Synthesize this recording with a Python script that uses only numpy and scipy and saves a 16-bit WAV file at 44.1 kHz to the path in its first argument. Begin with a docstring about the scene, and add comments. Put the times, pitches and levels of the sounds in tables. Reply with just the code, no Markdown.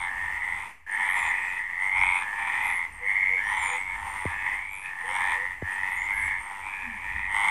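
"""Night frog chorus beside still water

Near frogs croak in trains of about 95 pulses a second; each pulse rings the vocal sac (rising as it swells),
the throat, its overtones and some faint treble. Distant frogs merge into a buzzing bed, and thin pulsed
squeaks glide through the treble. Water and banks return short echoes, and hiss swells with the chorus.
Wind rumbles on the microphone, which is bumped twice; faint fluttering tones hoot far off."""
import sys
import numpy as np
from scipy import signal
from scipy.fft import rfft, irfft
from scipy.io import wavfile

SR = 44100
rng = np.random.default_rng(int(sys.argv[2]) if len(sys.argv) > 2 else 0)


def wrap_up_sound(samples):
    """Save the sound to the file named by the first command line argument, as 16-bit audio."""
    columns = np.atleast_2d(samples).T
    # keep every value between -1 and 1, then stretch to whole-number steps
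    tamed = np.clip(columns, -1, 1)
    steps = np.round(tamed * 32767).astype(np.int16)
    wavfile.write(sys.argv[1], SR, steps)


def magnitude_from_level(level_db):
    """Linear magnitude for a level in decibels (20 dB per decade)."""
    exponent = np.asarray(level_db, float) / 20
    return 10 ** exponent


N = 330750  # 7.5 s

# distant chorus, levels before each use trims them: (time [s], sac level [dB], throat level [dB])
FAR_CHORUS = [(0.0, -33.5, -35), (0.4, -31, -40.5), (0.62, -33, -38), (0.83, -81, -90), (0.9, -30, -51),
              (0.98, -22, -35.5), (1.21, -26.5, -31), (1.71, -35, -48), (2.02, -27.5, -32),
              (2.36, -38, -37), (2.5, -25, -30.5), (2.8, -25.5, -40.5), (2.94, -52, -52),
              (3.11, -20.5, -37), (3.36, -32, -52), (3.51, -31.5, -28), (3.74, -26.5, -33.5),
              (3.84, -39, -53), (4.05, -38, -32.5), (4.53, -22.5, -36.5), (4.74, -43.5, -51.5),
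              (5.26, -26, -27.5), (5.51, -37.5, -47), (6.25, -26.5, -42), (6.52, -38.5, -40.5),
              (7.19, -34, -44.5), (7.5, -21.5, -22)]


def curve(rows, x):
    """Interpolates every column of a table over its first column."""
    points, *columns = np.transpose(rows)
    return [np.interp(x, points, column) for column in columns]


def butter(x, hz, kind, order=2):
    """Butterworth filter."""
    return signal.sosfilt(signal.butter(order, hz, kind, fs=SR, output="sos"), x)


def coloured(points):
    """Noise of rms 1 with the given spectrum, interpolated over log frequency."""
    hz = np.fft.rfftfreq(N, 1 / SR)
    points_hz, points_db = np.array(points).T
    shape_db = np.interp(np.log(hz + 1), np.log(points_hz), points_db, -120, -120)
    noise = irfft(rfft(rng.standard_normal(N)) * magnitude_from_level(shape_db), N)
    return noise / noise.std()


def loudness_db(x, lag_s=0.015):
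    """Smoothed power in dB against its mean."""
    share = 1 / (lag_s * SR)
    power = signal.lfilter([share], [1, share - 1], x ** 2)
    return 10 * np.log10(np.abs(power) / power.mean() + 1e-6)


def add(out, s, hz, ring_ms, db):
    """Adds one short ring per pulse, swelling and dying almost evenly, with envelope peak db."""
    t = np.arange(int(ring_ms * SR * .009) + 8) / SR
    start = np.ceil(s * SR).astype(int)
    age = t + (start / SR - s)[:, None]  # exact pulse times, finer than a sample
    k = age * 1900 / ring_ms  # the envelope peaks at k = 5, about 2.6 ring times after the pulse
    envelope = magnitude_from_level(db)[:, None] * (k / 5) ** 5 * np.exp(5 - k)
    rings = envelope * np.sin(2 * np.pi * hz[:, None] * age)
    places = start[:, None] + np.arange(len(t))
    out += np.bincount(places.ravel(), rings.ravel(), 2 * N)[:N]


def swell(u, rise, fall):
    """Level in dB along a call, u from 0 to 1: linear rise and fall in amplitude."""
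    return 20 * np.log10(np.clip(np.minimum(u / rise, (1 - u) / fall), 1e-3, 1))


def wind(s):
    """Wind on the microphone: low rumbling noise that comes in lumps several times a second."""
    # slow course of the wind, before the lift below: (time [s], level [dB])
    gusts = [(0.0, -58), (0.5, -53.5), (0.75, -64.5), (1.23, -56.5), (1.73, -61.5), (1.98, -54.5),
             (2.17, -59.5), (4.26, -54.5), (4.72, -61.5), (6.27, -54), (6.5, -62), (7.04, -49.5),
             (7.5, -55)]
    # colour of the rumble: (frequency [Hz], relative density [dB per Hz])
    rumble = [(18, -49.5), (28, -29.5), (45, 3.5), (62, -8.5), (80, 0.5), (100, -16.5), (140, -16.5),
              (220, -23), (300, -24)]
    lift_db = 3.5
    lumps_db = 3.5 * np.interp(s, np.arange(100) / 11, rng.standard_normal(100))
    return magnitude_from_level(curve(gusts, s)[0] + lift_db + lumps_db) * coloured(rumble)


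def bumps():
    """Knocks on the microphone housing: a quick snap whose pitch drops into a short low thud."""
    # (time [s], level before a 1.5 dB trim [dB])
    knocks = [(4.254, -20.5), (5.623, -24)]
    out, t = np.zeros(N), np.arange(4000) / SR
    turns = np.cumsum(85 + 700 * np.exp(-t / 0.0027)) / SR
    thud = np.sin(2 * np.pi * turns) * np.exp(-t / 0.021)
    for s, db in knocks:
        i = int(s * SR)
        out[i:i + len(t)] += magnitude_from_level(db - 1.5) * thud
    return out


def hiss(s, frogs):
    """Middle and side hiss, swelling with the chorus below 1450 Hz and wavering quickly."""
    # colour in the middle: (frequency [Hz], relative density [dB per Hz])
    middle_colour = [(76, -54), (130, -23.5), (640, -26.5), (900, -11), (1520, -22), (1960, -6.5),
                     (2700, -18.5), (3700, -38.5), (6500, -36.5), (8750, -34.5), (14300, -42.5)]
    # tilt that turns it into the colour at the sides: (frequency [Hz], change [dB])
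    side_tilt = [(3000, -38.5), (5000, -5.5), (8000, -7), (13000, 0)]
    mean_db, share_followed = -42, 0.46  # level at mean chorus loudness; share of its swing in dB
    flicker_db = 1.78 * np.interp(s * 17, np.arange(140), rng.standard_normal(140))
    chorus_db = loudness_db(butter(frogs, 1450, "low", order=4))
    gain = magnitude_from_level(flicker_db + mean_db + share_followed * chorus_db)
    gain = gain + magnitude_from_level(-72.5)  # the microphone's own hiss never stops
    log_tilt = [(np.log(hz), db) for hz, db in side_tilt]
    side_colour = [(hz, db + curve(log_tilt, np.log(hz))[0]) for hz, db in middle_colour]
    return gain * coloured(middle_colour), gain * magnitude_from_level(-24.5) * coloured(side_colour)


def hoots():
    """Faint far hoots: soft gliding tones with a breathy flutter."""
    # level before the flutter: (start [s], length [s], start pitch [Hz], end pitch [Hz], level [dB])
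    notes = [(2.99, 0.096, 483, 508, -48), (3.29, 0.12, 500, 473, -47.5), (3.67, 0.13, 485, 509, -48.5),
             (5.029, .13, 466, 557, -46.5), (5.296, 0.1, 584, 580, -52), (5.337, 0.14, 461, 530, -47.5),
             (6.818, 0.18, 265, 190, -46.5)]
    out = np.zeros(N)
    for start, length, hz0, hz1, db in notes:
        u = np.linspace(0, 1, int(length * SR))
        i = int(start * SR)
        flutter = 1 + .6 * np.interp(u * length * 70, np.arange(30), rng.standard_normal(30))
        tone = np.sin(2 * np.pi * np.cumsum(hz0 + (hz1 - hz0) * u) / SR)
        out[i:i + len(u)] += magnitude_from_level(db) * np.sin(np.pi * u) * flutter * tone
    return out


def far_frogs(count=5):
    """Several distant frogs, each with its own pulse rate and sac size, starting croak after croak."""
    out = np.zeros(N)
    for size in np.linspace(-1, 1, count):
        chance = rng.standard_normal((900, 5))
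        pulse_rate = rng.uniform(82, 101)  # per second
        s = np.cumsum(1 + .01 * chance[:, 0]) / pulse_rate
        chance, s = chance[s < N / SR], s[s < N / SR]
        croak_s = rng.uniform(.45, .7)
        u = (s / croak_s + rng.random()) % 1  # place within the croak
        sac_db, throat_db = curve(FAR_CHORUS, s)
        db = swell(u, .2, .2) + 2.2 * chance[:, 1]
        wobble = 1 + .01 * chance[:, 2:]
        sac_hz = 2015.4 + 109 * size + 150 * (u - .5)
        add(out, s, sac_hz * wobble[:, 0], 1.25, db + sac_db - 3.0)
        add(out, s, (960 + 170 * size) * wobble[:, 1], 1.6, db + throat_db - 3.5)  # throat
        add(out, s, (3100 + 300 * size) * wobble[:, 1], .7, db + sac_db - 28)  # overtone
        add(out, s, (8700 + 300 * size) * wobble[:, 2], .6, db + throat_db - 22)  # treble
    return out


def faint_squeaks(count=110):
    """Rows for many barely heard squeaks, mostly falling, crowded round 9.1 kHz, louder with the far throats."""
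    start, length, spread, fall, soft = rng.random((count, 5)).T
    start = 7.3 * start
    hz = 9100 + 700 * np.tan(2.4 * spread - 1.2)
    db = 0.63 * curve(FAR_CHORUS, start + 0.038)[1] - 30 - 7 * soft
    return list(zip(start, .04 + .07 * length, hz, hz - 1300 * fall + 400, db))


def squeaks():
    """Thin squeaks: narrow tones gliding through the treble, chopped at a slowing pulse rate."""
    # (start [s], length [s], start pitch [Hz], end pitch [Hz], level [dB])
    clear_squeaks = [(0.0, .07, 8800, 8450, -41), (.43, 0.19, 8500, 7930, -54),
                     (.553, 0.2, 10200, 8800, -55), (.903, 0.065, 8770, 8700, -38),
                     (0.998, 0.16, 9760, 9200, -46), (1.081, .19, 11400, 10430, -39.5),
                     (1.145, .19, 7400, 6950, -41.5), (1.331, .21, 8450, 7340, -48.5),
                     (1.523, .11, 9360, 8600, -50), (1.798, .11, 8900, 8200, -43),
                     (2.043, 0.09, 8200, 8800, -41), (1.97, 0.069, 5000, 6100, -50),
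                     (2.129, .11, 9330, 8540, -38), (2.622, .19, 11400, 10300, -38.5),
                     (2.906, .1, 8900, 8300, -47), (3.038, 0.13, 8770, 8500, -47.5),
                     (3.423, 0.19, 5600, 6240, -50.5), (3.47, 0.061, 9640, 9000, -42),
                     (3.571, .22, 7360, 6700, -37), (3.61, .12, 9760, 8450, -34.5),
                     (3.74, 0.098, 8640, 7760, -41), (4.02, 0.32, 8640, 8920, -43.5),
                     (4.203, .06, 10000, 9500, -49), (4.522, .047, 8900, 8500, -43.5),
                     (4.6, 0.27, 8750, 8560, -52), (4.678, .1, 7700, 7200, -53),
                     (4.704, 0.19, 11440, 10200, -44), (4.989, .13, 9100, 8850, -45),
                     (5.08, .13, 5270, 6000, -53), (5.11, .1, 7900, 8700, -46),
                     (5.7, 0.062, 9330, 7960, -40), (5.875, .15, 11600, 11000, -50),
                     (5.897, .1, 9340, 8400, -43), (5.95, 0.13, 6780, 7200, -44.5),
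                     (6.122, .19, 11300, 10330, -39.5), (6.19, .1, 8400, 7600, -42),
                     (6.375, 0.14, 8820, 8400, -43.5), (7.297, 0.11, 9000, 9500, -47.5)]
    out = np.zeros(N)
    for start, length, hz0, hz1, db in clear_squeaks + faint_squeaks():
        chance = rng.standard_normal((40, 3))
        u = np.cumsum(1 + 0.0053 * np.arange(40) + 0.028 * chance[:, 0]) / 94 / length - .05
        chance, u = chance[u < 1], u[u < 1]
        hz = (hz0 + (hz1 - hz0) * u) * (1 + 0.0048 * chance[:, 1])
        pulse_db = db + swell(u + 0.055, 0.25, 0.18) + 0.62 * chance[:, 2]
        add(out, start + u * length, hz, 1.2, pulse_db)
    return out


def croaks():
    """Near frogs: pulses slow towards the end while the swelling sac climbs in pitch, fast at first."""
    # (voice, start [s], length [s], sac pitch at start [Hz], sac level [dB], throat level [dB])
    calls = [("high", -.2, .33, 1980, -25, -26), ("middle", .024, .33, 1743, -26, -36.5),
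             ("low", .101, .64, 1793, -30.5, -33.5), ("middle", .246, .36, 1883, -22, -44),
             ("bright", .398, .34, 2000, -39, -34.5), ("low", .863, .57, 1742, -20, -29.5),
             ("bright", .929, .43, 2007, -26.5, -25), ("middle", 1.201, .52, 1844, -22.5, -33.5),
             ("high", 1.3, .33, 2346, -30, -35.5), ("middle", 1.554, .37, 1870, -25, -40.5),
             ("low", 1.757, .48, 1940, -17.5, -28), ("high", 1.918, .36, 2305, -22, -21),
             ("low", 2.181, .49, 1660, -25.5, -32), ("high", 2.352, .44, 2290, -26, -25.5),
             ("middle", 2.501, .41, 1926, -21.5, -29.5), ("middle", 2.874, 0.48, 1900, -34.5, -42),
             ("middle", 3.021, .44, 2024, -16, -36.5), ("bright", 3.37, .36, 1640, -21, -32),
             ("bright", 3.444, .38, 1950, -25.5, -23.5), ("middle", 3.696, .3, 2060, -25, -31.5),
             ("low", 3.878, .53, 1735, -30.5, -27.5), ("high", 4.202, 0.43, 2390, -35.5, -35.5),
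             ("low", 4.248, .44, 1630, -30.5, -37.5), ("bright", 4.519, .44, 2020, -30.5, -40),
             ("middle", 4.82, .41, 1770, -28.5, -36.5), ("bright", 5.046, .35, 1964, -25.5, -22.5),
             ("low", 5.148, .45, 1699, -22, -33.5), ("low", 5.621, 0.53, 1764, -22.5, -31.5),
             ("high", 5.662, .37, 2390, -38.5, -33), ("middle", 5.948, .51, 2030, -23, -31),
             ("low", 6.099, 0.34, 1570, -28, -42), ("middle", 6.38, 0.4, 1890, -37, -29.5),
             ("high", 6.604, .31, 2310, -28, -36.5), ("middle", 6.697, 0.33, 1675, -33, -49),
             ("high", 6.851, 0.5, 2293, -30.5, -35), ("middle", 7.022, .39, 1856, -24.5, -38.5),
             ("bright", 7.294, 0.537, 1868, -17.5, -19.5)]
    # voice: (first pulse rate [per s], sac pitch rise before its sag [Hz],
    #         overtone offset [dB], treble level against the throat [dB])
    voices = {"bright": (95, 522, -4.5, -11.5), "low": (99, 315, -11, -16), "middle": (96, 146, -11, -14),
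              "high": (95, 128, -7.5, -17)}
    # throat modes before the swelling: (frequency [Hz], ring time [ms], relative level [dB])
    throat = [(893, 1.424, -2), (1144, 0.64, -10), (1414, 1.17, -12)]
    # overtones before the sac swells: (frequency [Hz], ring time [ms], relative level [dB])
    overtones = [(2656, 0.66, -12), (3010, 0.62, -6.5), (3437, 0.54, -17.5)]
    # treble modes before each croak shifts them: (frequency [Hz], ring time [ms], relative level [dB])
    treble = [(8750, .42, 0), (6000, .1, -13), (10800, .1, -15)]
    rate_spread = .05  # relative, from croak to croak
    sag = 0.17  # share of the rise lost as the croak ends
    overtone_with_sac = 0.23  # the overtones' level lies between throat (0) and sac (1)
    out = np.zeros(N)
    for voice, start, length, hz0, sac_db, throat_db in calls:
        rate, rise_hz, over_db, treble_db = voices[voice]
        chance = rng.standard_normal((80, 6))
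        u = np.arange(80) / (rate * (1 + rate_spread * chance[-1, 0])) / length
        u = u + .05 * u ** 3  # the pulses slow down
        heard = (u < 1) & (start + u * length > .001)
        chance, u = chance[heard], u[heard]
        s = start + u * length + .00006 * chance[:, 0]
        db = swell(u + 0.064, 0.19, 0.12) + 2.23 * chance[:, 1] - 14 * (u - .5) ** 2
        swollen = u ** 0.66 - sag * u ** 5
        wobble = 1 + .007 * chance[:, 2:]
        add(out, s, (hz0 + rise_hz * swollen) * wobble[:, 0], 1.3, db + sac_db)
        for hz, ring_ms, mode_db in throat:
            throat_hz = hz * (1 + 0.062 * swollen) * wobble[:, 1]
            add(out, s, throat_hz, ring_ms, db + throat_db + mode_db)
        overtone_db = throat_db + overtone_with_sac * (sac_db - throat_db) + over_db
        for hz, ring_ms, mode_db in overtones:
            overtone_hz = hz * (1 + 0.15 * swollen) * wobble[:, 2]
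            add(out, s, overtone_hz, ring_ms, db + overtone_db + mode_db)
        for hz, ring_ms, mode_db in treble:
            treble_hz = hz * (1 + 0.018 * chance[0, 0] - 0.012 * (u - .5)) * wobble[:, 3] ** 2
            add(out, s, treble_hz, ring_ms, db + throat_db + treble_db + mode_db)
    return out


def echoes(frogs):
    """Water and banks return delayed, weaker copies of the frogs."""
    # (delay [s], level [dB])
    reflections = [(.0023, -12), (.0173, -17), (.041, -19), (.067, -22)]
    return sum(magnitude_from_level(db) * np.roll(frogs, int(lag * SR)) for lag, db in reflections)


def scene():
    """Frogs with echoes, hiss, wind, hoots and bumps; the two channels differ mainly in the treble."""
    s = np.arange(N) / SR
    frogs = croaks() + far_frogs() + squeaks()
    echo = echoes(frogs)
    frogs = butter(frogs + echo, 863, "high", order=4)
    mid_hiss, side_hiss = hiss(s, frogs)
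    mid = frogs + mid_hiss + wind(s) + hoots() + bumps()
    side = magnitude_from_level(-23) * butter(echo, 3330, "high", order=4) + side_hiss
    return np.array([mid + side, mid - side]) - .002  # slight constant offset


def roll_off(x):
    """The treble ends steeply here."""
    return signal.sosfilt(signal.butter(12, 15430, fs=SR, output="sos"), x)


def record(dry):
    """A steep low-pass cuts the top above 14280 Hz."""
    low_pass = signal.ellip(12, .5, 70, 14280, fs=SR, output="sos")
    mix = signal.sosfilt(low_pass, dry)
    return roll_off(mix)


dry = scene()
out = record(dry)
wrap_up_sound(out)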